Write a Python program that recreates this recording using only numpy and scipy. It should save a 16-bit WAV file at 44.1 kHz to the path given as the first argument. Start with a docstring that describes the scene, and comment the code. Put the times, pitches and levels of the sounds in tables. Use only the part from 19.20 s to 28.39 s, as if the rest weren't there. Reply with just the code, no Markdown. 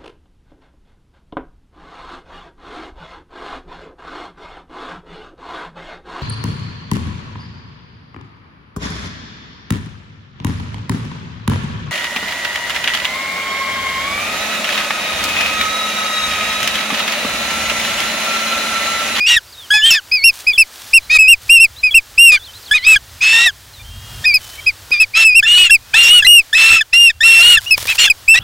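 """Two ospreys call at their nest, close to one overloaded microphone.
Piercing whistles, near sines with an octave, break into low yelps, half tones and rasp until about 4.3 s.
After a pause they resume at 5 s; near 6.4 and 7.5 s the mate's tone joins in and the overload mixes the two.
Throughout, thin songbird tones, crackling rustles, decaying twig snaps and coloured wind noise lie behind.
Gain control pulls the background down after each call, and it recovers as the held level sinks."""
import sys
import numpy as np
from scipy import signal
from scipy.fft import rfft, irfft
from scipy.io import wavfile
from scipy.ndimage import uniform_filter1d

SR = 44100
rng = np.random.default_rng(int(sys.argv[2]) if len(sys.argv) > 2 else 0)


def int16_out(signal):
    """Quantize to a 16-bit WAV file."""
    q = np.round(np.clip(np.atleast_2d(signal).T, -1, 1) * 32767)
    wavfile.write(sys.argv[1], SR, q.astype(np.int16))


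N = 405279
T = np.arange(N) / SR  # s

# Colour the throat gives the hoarse voice. Each row: frequency in hertz, relative level in dB.
THROAT = [(440, -78), (750, -50), (1340, -16.5), (1490, -38), (1900, -8), (2360, -36), (2710, -50),
          (3300, -2.5), (5330, -20), (6500, -19), (8450, -6.5), (14300, -120)]
# Curve of scoop and droop: power, extra power per second of note length
NOTE_BEND = (2, 0)
# Hertz under the top of a note at which the voice is 10 dB down: before the top, after it
WHISTLE_REACH = (261, 215)


def gain_of(db):
    """Decibel law: 20 dB is a factor of ten in amplitude."""
    return 10 ** (np.asarray(db) / 20)


def read(points, hz):
    """Logarithmic frequency scale: a level is interpolated along it between the points."""
    f, value = np.transpose(points)
    return np.interp(np.log(hz + 1), np.log(f + 1), value)


def noise(spectrum):
    """Spectral shaping: white noise takes the given colour, at rms 1."""
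    white = rfft(rng.standard_normal(N))
    colour = gain_of(read(spectrum, np.fft.rfftfreq(N, 1 / SR)))
    x = irfft(white * colour, N)
    return x / x.std()


def gate(spans, edge_s):
    """Envelope: one inside any span, with edges softened by two running means."""
    inside = sum((T >= a) & (T <= b) for a, b in spans) > 0
    size = max(round(edge_s * SR), 1)
    return uniform_filter1d(uniform_filter1d(inside * 1., size), size)


def track(notes, bend, reach_hz, edge_s):
    """Frequency modulation: notes scoop, drift and droop; level follows pitch, phase is its integral."""
    edge_sag = .1  # share by which the pitch sags while the voice sets in or breaks off
    fall_power = 1.67  # the loss grows faster than the pitch drops
    curves = np.zeros((3, N))
    # First with margins, latest note first; then each note's own stretch on top
    for margin_s in (.015, 0):
        ordered = notes[::-1 if margin_s else 1]
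        for start, length, held_hz, scoop_hz, droop_hz, level_db, fade_db, *more in ordered:
            drift_hz, octave_db = more or (0, 0)
            first = max(round((start - margin_s) * SR), 0)
            at = slice(first, round((start + length + margin_s) * SR))
            done = np.clip((T[at] - start) / length, 0, 1)
            power = bend[0] + bend[1] * length
            hz = held_hz + drift_hz * (done - .5)
            hz = hz - scoop_hz * (1 - done) ** power - droop_hz * done ** power
            before_top = done < done[hz.argmax()]
            under = (hz.max() - hz) / np.where(before_top, *reach_hz)
            db = level_db - 10 * under ** fall_power - fade_db * done ** 2
            curves[:, at] = hz, db, db + octave_db
    hz, db, octave_db = uniform_filter1d(curves, size=260)
    spans = np.array([(row[0] + .003, row[0] + row[1] + .003) for row in notes])
    # Notes that nearly touch are slurred together
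    slurred = np.flatnonzero(abs(spans[1:, 0] - spans[:-1, 1]) < .013)
    spans[slurred, 1] = spans[slurred + 1, 0] + .001
    sounding = gate(spans, edge_s)
    hz = hz * (1 - edge_sag * (1 - sounding))
    turns = np.cumsum(hz) / SR
    return turns, hz, sounding * gain_of(db), sounding * gain_of(octave_db)


def tone(turns):
    """Simple harmonic motion: a sinusoid of rms 1, its phase given in turns."""
    return np.sqrt(2) * np.cos(2 * np.pi * turns)


def whistles():
    """Self-sustained membrane: a near sine; strain makes it repeat every few cycles or change pattern."""
    # Upper-register notes. Each row: start in seconds, length in seconds, held pitch in hertz,
    # scoop up in hertz, droop in hertz, level in dB, fade in dB, drift in hertz, octave in dB re whistle.
    upper_notes = [(0.0, 0.067, 2455, -40.0, -110.0, 3.5, 5, 86, -12.5),
                   (0.065, 0.11, 2840, 150.0, 380.0, 3.5, -6, -190.0, -12),
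                   (0.535, 0.061, 2526, 19.5, 198.5, 1.5, 6.0, -110.0, -7.5),
                   (0.61, 0.097, 3187, 410.0, 230.5, 8.5, 5.5, 203, -30),
                   (0.705, 0.075, 2580, -180.0, 290.0, 11, -11, -100.0, -2),
                   (0.915, 0.057, 2543, 60.5, 160.5, 2.0, 3.5, -5.5, -2),
                   (0.97, 0.078, 2144, -190.0, -420.0, -1.5, -3, -180.0, -1),
                   (1.04, 0.078, 2787, 200.0, 580.0, 14.5, 2, -150.0, -3.5),
                   (1.268, 0.067, 2510, 80.0, 280.0, 6, 10, -170.0, -9.5),
                   (1.378, 0.06, 2713, 220.0, 410.0, 14, -3.5, -200.0, -7),
                   (1.733, 0.065, 2798, 350.0, 550.0, 16, -5, -300.0, -9.5),
                   (1.895, 0.077, 2570, 260.0, 100.5, 3, -9, 23, -13.5),
                   (1.985, 0.094, 2550.0, 70.0, -110.0, 11.5, 8, -250.0, -17),
                   (2.08, 0.074, 2830, 360.5, 460.0, 17, -9.5, -320.0, -14.5),
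                   (2.293, 0.1, 2815, 320.0, 160.0, 16, 3, -180.0, -14),
                   (2.4, 0.066, 2756, 230.0, 449.5, 13.5, -11.5, -250.0, -11),
                   (2.632, 0.075, 2509, 31.5, 260.0, 4.5, 8.0, -110.0, -13.5),
                   (2.743, 0.056, 2746, 160.0, 290.0, 17.5, -0.5, -280.0, -15.5),
                   (2.978, 0.14, 2806, 270.0, 320.0, 15.5, -8.5, -150.0, -13),
                   (3.118, 0.056, 2450, 21.5, 260.0, 8, 1.5, -92, -12.0),
                   (3.537, 0.045, 2518, 40.0, 169.5, 7, 12, 23, -21),
                   (3.58, 0.073, 1943, -240.0, -520.0, 14.5, 19.5, 109, -3.5),
                   (3.665, 0.09, 2640.0, 230.0, 190.0, 11.5, -5, -160.0, -19.5),
                   (4.008, 0.27, 2690, 60.0, 250.0, 6, 4.5, 267, -13.5),
                   (5.05, 0.086, 2460, 179.5, -20.0, 2, -4, -420.0, -7.5),
                   (5.14, 0.05, 2513, 50.5, 370.0, 6, 11, -200.0, -1),
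                   (5.463, 0.044, 2522, 29.5, 229.5, 2.5, -5.5, -140.0, -9.5),
                   (5.715, 0.073, 2406, 100.0, -270.0, 3.5, 8, -460.0, -10),
                   (5.8, 0.047, 2604, 100.5, 230.0, 10.5, 4, -160.0, -10),
                   (5.935, 0.12, 2693, 410.0, 109.5, 4.5, -1.5, -40.5, -11.5),
                   (6.05, 0.089, 2517, -0.0, -130.0, 13, 0.0, -360.0, -13.5),
                   (6.14, 0.071, 2840, 536, 610.0, 12.5, -11.5, 20.5, -13),
                   (6.25, 0.245, 2927, 249.5, 470.0, 8, -2.5, 100.5, -25),
                   (6.505, 0.066, 2726, 140.0, 470.0, 16.5, -12, -220.0, -11),
                   (6.735, 0.084, 2703, -130.0, 200.0, 13, 5, 580.0, -19.5),
                   (6.83, 0.07, 2747, -11.5, -120.0, 9, 1, -60.0, -8.5),
                   (6.9, 0.122, 2945, 120.0, 489, 13, -3.5, -10.0, -27),
                   (7.065, 0.15, 2863, 101.5, 430.5, 17.5, -7, -70.5, -14),
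                   (7.345, 0.26, 2694, 89.5, 229.5, 9, 3.5, 110.0, -13),
                   (7.728, 0.18, 2822, 160.0, 391.5, 9, -9, 20.0, -12),
                   (8.03, 0.195, 2719, 150.0, -120.0, 12, -1, -140.0, -12.5),
                   (8.22, 0.17, 2899, 105, 739.5, 12.5, -4, 100.5, -20.5),
                   (8.46, 0.045, 2884, 137, -29.5, -4.0, 8.0, 41, -17),
                   (8.508, 0.051, 2603, 125.5, 240.5, 13, 11, -180.0, -4.5),
                   (8.675, 0.069, 2684, 349, 448.5, 1.5, 0, -32, -18),
                   (8.78, 0.12, 2868, 128, 622.5, 5.5, -2.5, -61.5, -12.5),
                   (8.898, 0.032, 2493, -13, 329, 18, 16, -150.0, -10),
                   (9.08, 0.091, 2715, 110.0, 382, 16.5, 10, 133.5, -16.5),
                   (9.165, 0.024, 2814, 562, 130.0, 2.5, 0.0, 90.0, -13.0)]
    # Strained stretches. Each row: start in seconds, end in seconds, rasp drive in dB before mixing,
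    # cycles per repeat, undertones in dB re whistle before the surges.
    strained = [(0.057, 0.182, -7, 3, -31), (0.638, 0.8, -11, 2, -29), (1.892, 1.983, -23, 4, -11.5),
                (3.111, 3.176, -18.5, 4, -13), (3.536, 3.68, -16.5, 2, -6), (3.661, 3.781, -17, 4, -42),
                (4.001, 4.141, -9, 4, -37), (4.113, 4.271, -11, 6, -11), (5.721, 5.79, -23.5, 2, -17.5),
                (5.802, 5.859, -25, 4, -27), (5.941, 6.054, -9.5, 4, -14), (6.25, 6.4, -13.5, 4, -22),
                (6.367, 6.442, -18, 8, -11), (6.431, 6.506, -10.5, 4, -29), (6.731, 6.921, -9.5, 2, -39),
                (6.876, 7.025, -15.5, 2, -50), (7.112, 7.207, -69, 2, -37), (7.342, 7.614, -8.5, 2, -16),
                (7.729, 7.791, -27, 3, -41), (7.784, 7.899, -28, 2, -46.5), (8.015, 8.254, -14, 6, -43),
                (8.201, 8.387, -12, 2, -18), (8.661, 8.737, -7, 2, -26.5), (8.774, 8.881, -3, 2, -12.5),
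                (9.154, 9.185, -5.5, 2, -23)]
    turns, hz, level, octave = track(upper_notes, (2.5, 20), WHISTLE_REACH, edge_s=0.0065)
    rasp = np.full(N, gain_of(-32.5))
    under, broken = np.zeros(N), np.zeros(N)
    slip = 0.085 * noise([(5, 10.5), (40, 15), (200, -66)])  # turns: the held pattern wanders
    for a, b, rasp_db, cycles, under_db in strained:
        at = slice(round(a * SR), round(b * SR))
        window = signal.windows.tukey(len(T[at]), .4)
        rasp[at] += gain_of(rasp_db) * window
        comb = undertones(turns[at] + slip[at], hz[at], round(cycles), scatter_db=-1.5)
        under[at] += gain_of(under_db) * window * comb
    span = 1800  # samples
    # In the rasp a new repeat pattern takes over every 20 ms
    for start in range(0, N - span, span // 2):
        at = slice(start, start + span)
        if rasp[at].max() > .03 and hz[at].min() > 0:
            comb = undertones(turns[at], hz[at], rng.integers(2, 8), scatter_db=7.0)
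            broken[at] += np.sqrt(np.hanning(span)) * comb
    surge = gain_of(0.74 * noise([(5, -2.5), (40, 29.5), (150, -19)]))  # strain comes in bursts
    erratic = [(20, 5.0), (150, 8.5), (700, 2.5), (1500, -8.5), (3000, -66)]
    shiver_hz = 60 * rasp * noise([(10, -7), (30, 1.0), (80, -1.5), (200, -31.5)])
    waver = np.cumsum(shiver_hz) / SR
    turns = turns + waver + 0.081 * rasp * surge * noise(erratic)
    flutter = gain_of(1.1 * noise([(10, -3), (40, 0), (120, -8), (400, -40)]))  # the level wavers
    swing = flutter + 0.94 * rasp * surge * noise(erratic)
    hoarse = rasp * (0.78 * broken + 0.38 * noise(THROAT)) + under
    clear = level * tone(turns) + octave * tone(2 * turns + 0.17)
    return swing * clear + level * surge * hoarse


def undertones(turns, hz, cycles, scatter_db):
    """Subharmonics: a vibration that repeats only every few cycles has lines between its overtones."""
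    k = np.array([k for k in range(1, 3 * cycles) if k % cycles])[:, None]
    throat_db = read(THROAT, hz.mean() * k / cycles)
    size = gain_of(throat_db + scatter_db * rng.standard_normal(k.shape))
    lines = size * tone(turns * k / cycles + rng.random(k.shape))
    comb = lines.sum(0)
    return comb / (comb.std() + 1e-9)


def yelps():
    """Harmonic series of a slack, shaky membrane: the octave is about as strong as the pitch."""
    # Lower-register notes that open and close the calls. Each row: start in seconds, length in seconds,
    # held pitch in hertz, scoop up in hertz, droop in hertz, level in dB, fade in dB.
    lower_notes = [(0.1, 0.061, 1870.0, -91, -59.5, -12, 0), (0.165, 0.026, 1780, -110.0, 269.5, 1, 4),
                   (0.503, 0.13, 1745, 100.5, 20.0, -4.5, 12.5), (0.645, 0.1, 1830, 20.5, 19, -13, 30),
                   (0.745, 0.053, 1880.0, 101.5, 418.5, -11.5, -5),
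                   (3.17, 0.017, 1578, -30.0, 91, -14.5, 23), (3.51, 0.03, 1652, -60.5, -140.0, 0, 13),
                   (3.758, 0.021, 1655, -120.0, 138.5, 3.5, 17),
                   (4.125, 0.13, 1810.0, -18, -160.0, -8.5, 2.5),
                   (4.26, 0.046, 1823, -120.0, 281, -0.5, -1.5),
                   (5.04, 0.017, 1902, 100.5, 109.5, -13.5, 8.0), (6.225, 0.038, 1888, 285, 163, -6, 11),
                   (6.495, 0.025, 1702, -56.5, 313.5, -2.5, 15), (6.738, 0.028, 1898, 307.5, 62, 1, 23),
                   (7.022, 0.023, 1718, -53, 173.5, -2.5, 9), (7.047, 0.024, 2040, 32, 12.5, 0, 11.5),
                   (7.328, 0.027, 1669, -130.0, -390.0, 2, 15.5),
                   (7.607, 0.023, 1796, -19.5, 289, -0.5, 13), (7.73, 0.033, 2075, 145, 22, -10.5, 8.5),
                   (7.897, 0.021, 1901, 6, 350.5, -6.5, 11), (8.005, 0.035, 1753, -37.5, -260.0, -2, 11.5),
                   (8.37, 0.028, 1707, -180.0, 261.5, 4, 6), (8.875, 0.018, 1591, -240.0, 200.5, 0.5, 9),
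                   (9.14, 0.05, 2033, 368.5, 78, -5, 8.5)]
    # Harmonics of the yelp. Each row: multiple of the pitch, gain in dB.
    overtones = [(1, 7.5), (2, 5.5), (3, -4.5), (4, -7.5), (5, -56)]
    turns, _, level, _ = track(lower_notes, NOTE_BEND, (530, 225), edge_s=0.0045)
    turns = turns + 0.032 * noise([(20, 17.5), (200, -8), (800, -13), (2000, -30)])
    return level * sum(gain_of(db) * tone(round(k) * turns) for k, db in overtones)


def mate():
    """Intermodulation: a second whistle just under the first, mixed into a comb by the overload."""
    # The mate's notes where both call at once. Each row: start in seconds, length in seconds,
    # held pitch in hertz, scoop up in hertz, droop in hertz, level in dB, fade in dB.
    mate_notes = [(6.375, 0.07, 2687, 171.2, 199.5, 7, 7), (7.5, 0.06, 2682, 30.1, 155, 12, 6)]
    turns, _, level, _ = track(mate_notes, NOTE_BEND, WHISTLE_REACH, edge_s=0.007)
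    return level * tone(turns)


def songbirds():
    """Amplitude modulation: small birds' thin tones flutter, as if from echoes across the field."""
    # Notes of small birds further off. Each row: start in seconds, length in seconds,
    # held pitch in hertz, scoop up in hertz, droop in hertz, level in dB, fade in dB.
    song = [(0.27, 0.039, 4530, -300.0, -500.0, -38, -2), (0.32, 0.05, 3370.0, -1940.0, -320.0, -30.0, 8),
            (0.37, 0.092, 3520, -350.0, 521.5, -28.5, 2.0), (1.33, 0.037, 3580, 84.5, 383, -4, 7),
            (1.814, 0.052, 4050, 8.5, -40.0, -35, -3), (2.56, 0.05, 4300, 851, 240, -26, 3),
            (2.706, 0.029, 3470, 157, 230.0, -7, 2.0), (3.191, 0.066, 2840, -890.0, -1590.0, -28, -5),
            (3.258, 0.052, 2700, -1290.0, -480.0, -27.5, 2.0), (3.333, 0.045, 4090, 577, -95, -29, -1),
            (3.425, 0.024, 4100, -1380.0, 265, -28, 20), (3.454, 0.049, 3100, -1930.0, 48, -29.5, 2.0),
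            (4.53, 0.096, 3340, -1040.0, -270.0, -34.5, 5),
            (4.593, 0.025, 2300, -190.0, -140.0, -32.0, 2.0), (4.641, 0.43, 3370, 260, 205, -37, 2.0),
            (4.703, 0.29, 2953, 194, 170.0, -42, -4), (5.2, 0.3, 2900.0, -170.0, -450.0, -34.5, -3),
            (5.375, 0.023, 2184, -150.0, -150.0, -29, -9), (6.601, 0.12, 2457, 2.5, -180.0, -44.5, -2),
            (7.926, 0.058, 2690.0, -87, -100.0, -39, 2.0), (8.848, 0.045, 3910, 845.5, 685, -1, 3.5)]
    out = np.zeros(N)
    # Overlapping notes need two tracks, so alternate rows go to each
    for notes in (song[::2], song[1::2]):
        turns, _, level, _ = track(notes, NOTE_BEND, (np.inf, np.inf), edge_s=0.0057)
        flutter = gain_of(2.5 * noise([(10, 0), (60, 0), (150, -30)]))
        out += level * tone(turns) * flutter
    return out


def nest():
    """Friction and fracture: noise of erratic level crackles; twig snaps are noise decaying exponentially."""
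    # Feathers and nest litter stirring. Each row: start in seconds, end in seconds, level in dB.
    rustles = [(1.129, 1.225, -22.5), (1.523, 1.735, -28.5), (2.212, 2.327, -27.5), (5.208, 5.368, -27.5),
               (8.396, 8.524, -20.5), (8.572, 8.783, -11)]
    # Colour of the rustling. Each row: frequency in hertz, relative level in dB.
    rustle_colour = [(180, -43), (300, -33), (841, -15.5), (1010, -15), (1880, -14), (3670, -9),
                     (15000, -17.5)]
    # Twig snaps. Each row: time in seconds, strength in dB before a common 7.5 dB cut.
    snaps = [(1.244, -13.5), (5.707, -7), (8.578, 6), (8.627, -2), (8.654, 2.5)]
    crackle = noise(rustle_colour) * gain_of(4.02 * noise([(20, -2.0), (150, -7.5), (400, -71)]))
    stirring = sum(gain_of(db) * gate([(a, b)], edge_s=0.01) for a, b, db in rustles)
    out = crackle / crackle.std() * stirring
    for s, db in snaps:
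        burst = noise([(150, -19), (400, -9), (2000, -13), (8000, -24.5)])
        decay = (T > s) * np.exp(-abs(T - s) / 0.0039)
        out += gain_of(db - 7.5) * burst * decay
    return out


def air():
    """Turbulence: lumpy low buffeting and a hiss, each with its own slowly changing level."""
    # Wind levels. Each row: time in seconds, buffeting in dB before its lumps, hiss level in dB.
    wind_levels = [(0, -49, -28), (.4, -39, -31.5), (1.3, -45, -27), (2.2, -32, -30), (3.4, -41, -29.5),
                   (4.3, -30, -30), (4.7, -29, -34), (5.05, -34, -27), (5.6, -39.5, -29.5),
                   (6.1, -28.5, -31.5), (6.65, -35, -30), (7.0, -25, -20.5), (7.4, -47.5, -32),
                   (8.2, -21.5, -37.5), (8.5, -30, -25.5), (9.19, -33, -28.5)]
    # Wind on the microphone. Each row: frequency in hertz, relative level in dB.
    buffet_colour = [(15, -65), (25, -31), (43, 3), (102, 5), (195, -18), (250, -14.5), (320, -52),
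                     (550, -120)]
    # Hiss of wind in grass and sticks. Each row: frequency in hertz, relative level in dB.
    hiss_colour = [(120, -39), (200, -2), (1730, 3.5), (2230, -0.5), (3220, 3), (4810, 2), (11400, -5.5),
                   (15800, -4.5)]
    s, buffet_db, hiss_db = np.transpose(wind_levels)
    lumps_db = 3.6 * noise([(1, 22), (10, -8), (30, -61)])
    buffet = gain_of(np.interp(T, s, buffet_db) + lumps_db) * noise(buffet_colour)
    hiss = gain_of(np.interp(T, s, hiss_db)) * noise(hiss_colour)
    return buffet + hiss


def scene():
    """Superposition: the sources add, alike in both channels."""
    birds = whistles() + yelps() + mate() + songbirds()
    return np.tile(birds + nest() + air(), (2, 1))


def record(dry):
    """Compression and distortion: gain control, a lopsided overload with overtones and thumps, band limit."""
    power_db = 10 * np.log10(abs(uniform_filter1d(dry[0] ** 2, 200)) + 1e-12)
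    fall = T * 27.5  # the held level sinks by this many dB a second
    held_db = np.maximum.accumulate(np.minimum(power_db, -12) + fall) - fall
    quick_db = uniform_filter1d(np.clip(0.38 * (held_db + 37.5), 0, 11), 100)
    memory = np.exp(-1 / (.4 * SR))  # long calls build up a slower cut
    loud_share = signal.lfilter([1 - memory], [1, -memory], power_db > -20, zi=[.5])[0]
    slow_db = 4.78 * loud_share
    ducked = dry[0] / gain_of(quick_db + slow_db)
    # The overload runs at twice the sample rate
    fine = signal.resample_poly(ducked, up=2, down=1)
    ceiling, knee = .77, 3.0
    fine = fine / (1 + abs(fine / ceiling) ** knee) ** (1 / knee)
    # The square adds even overtones; its running mean shifts the bias with loudness
    fine += 0.082 * fine ** 2 + 0.22 * uniform_filter1d(fine ** 2, size=900)
    out = signal.resample_poly(fine, up=1, down=2)
    out = signal.lfilter(*signal.butter(1, 15, "high", fs=SR), out)
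    low_pass = signal.firwin(511, 15900, window=("kaiser", 9), fs=SR)  # cutoff in Hz
    out = signal.oaconvolve(out, low_pass, "same")
    return np.tile(np.clip(out, -1, 1), (2, 1))


dry = scene()
out = record(dry)
int16_out(out)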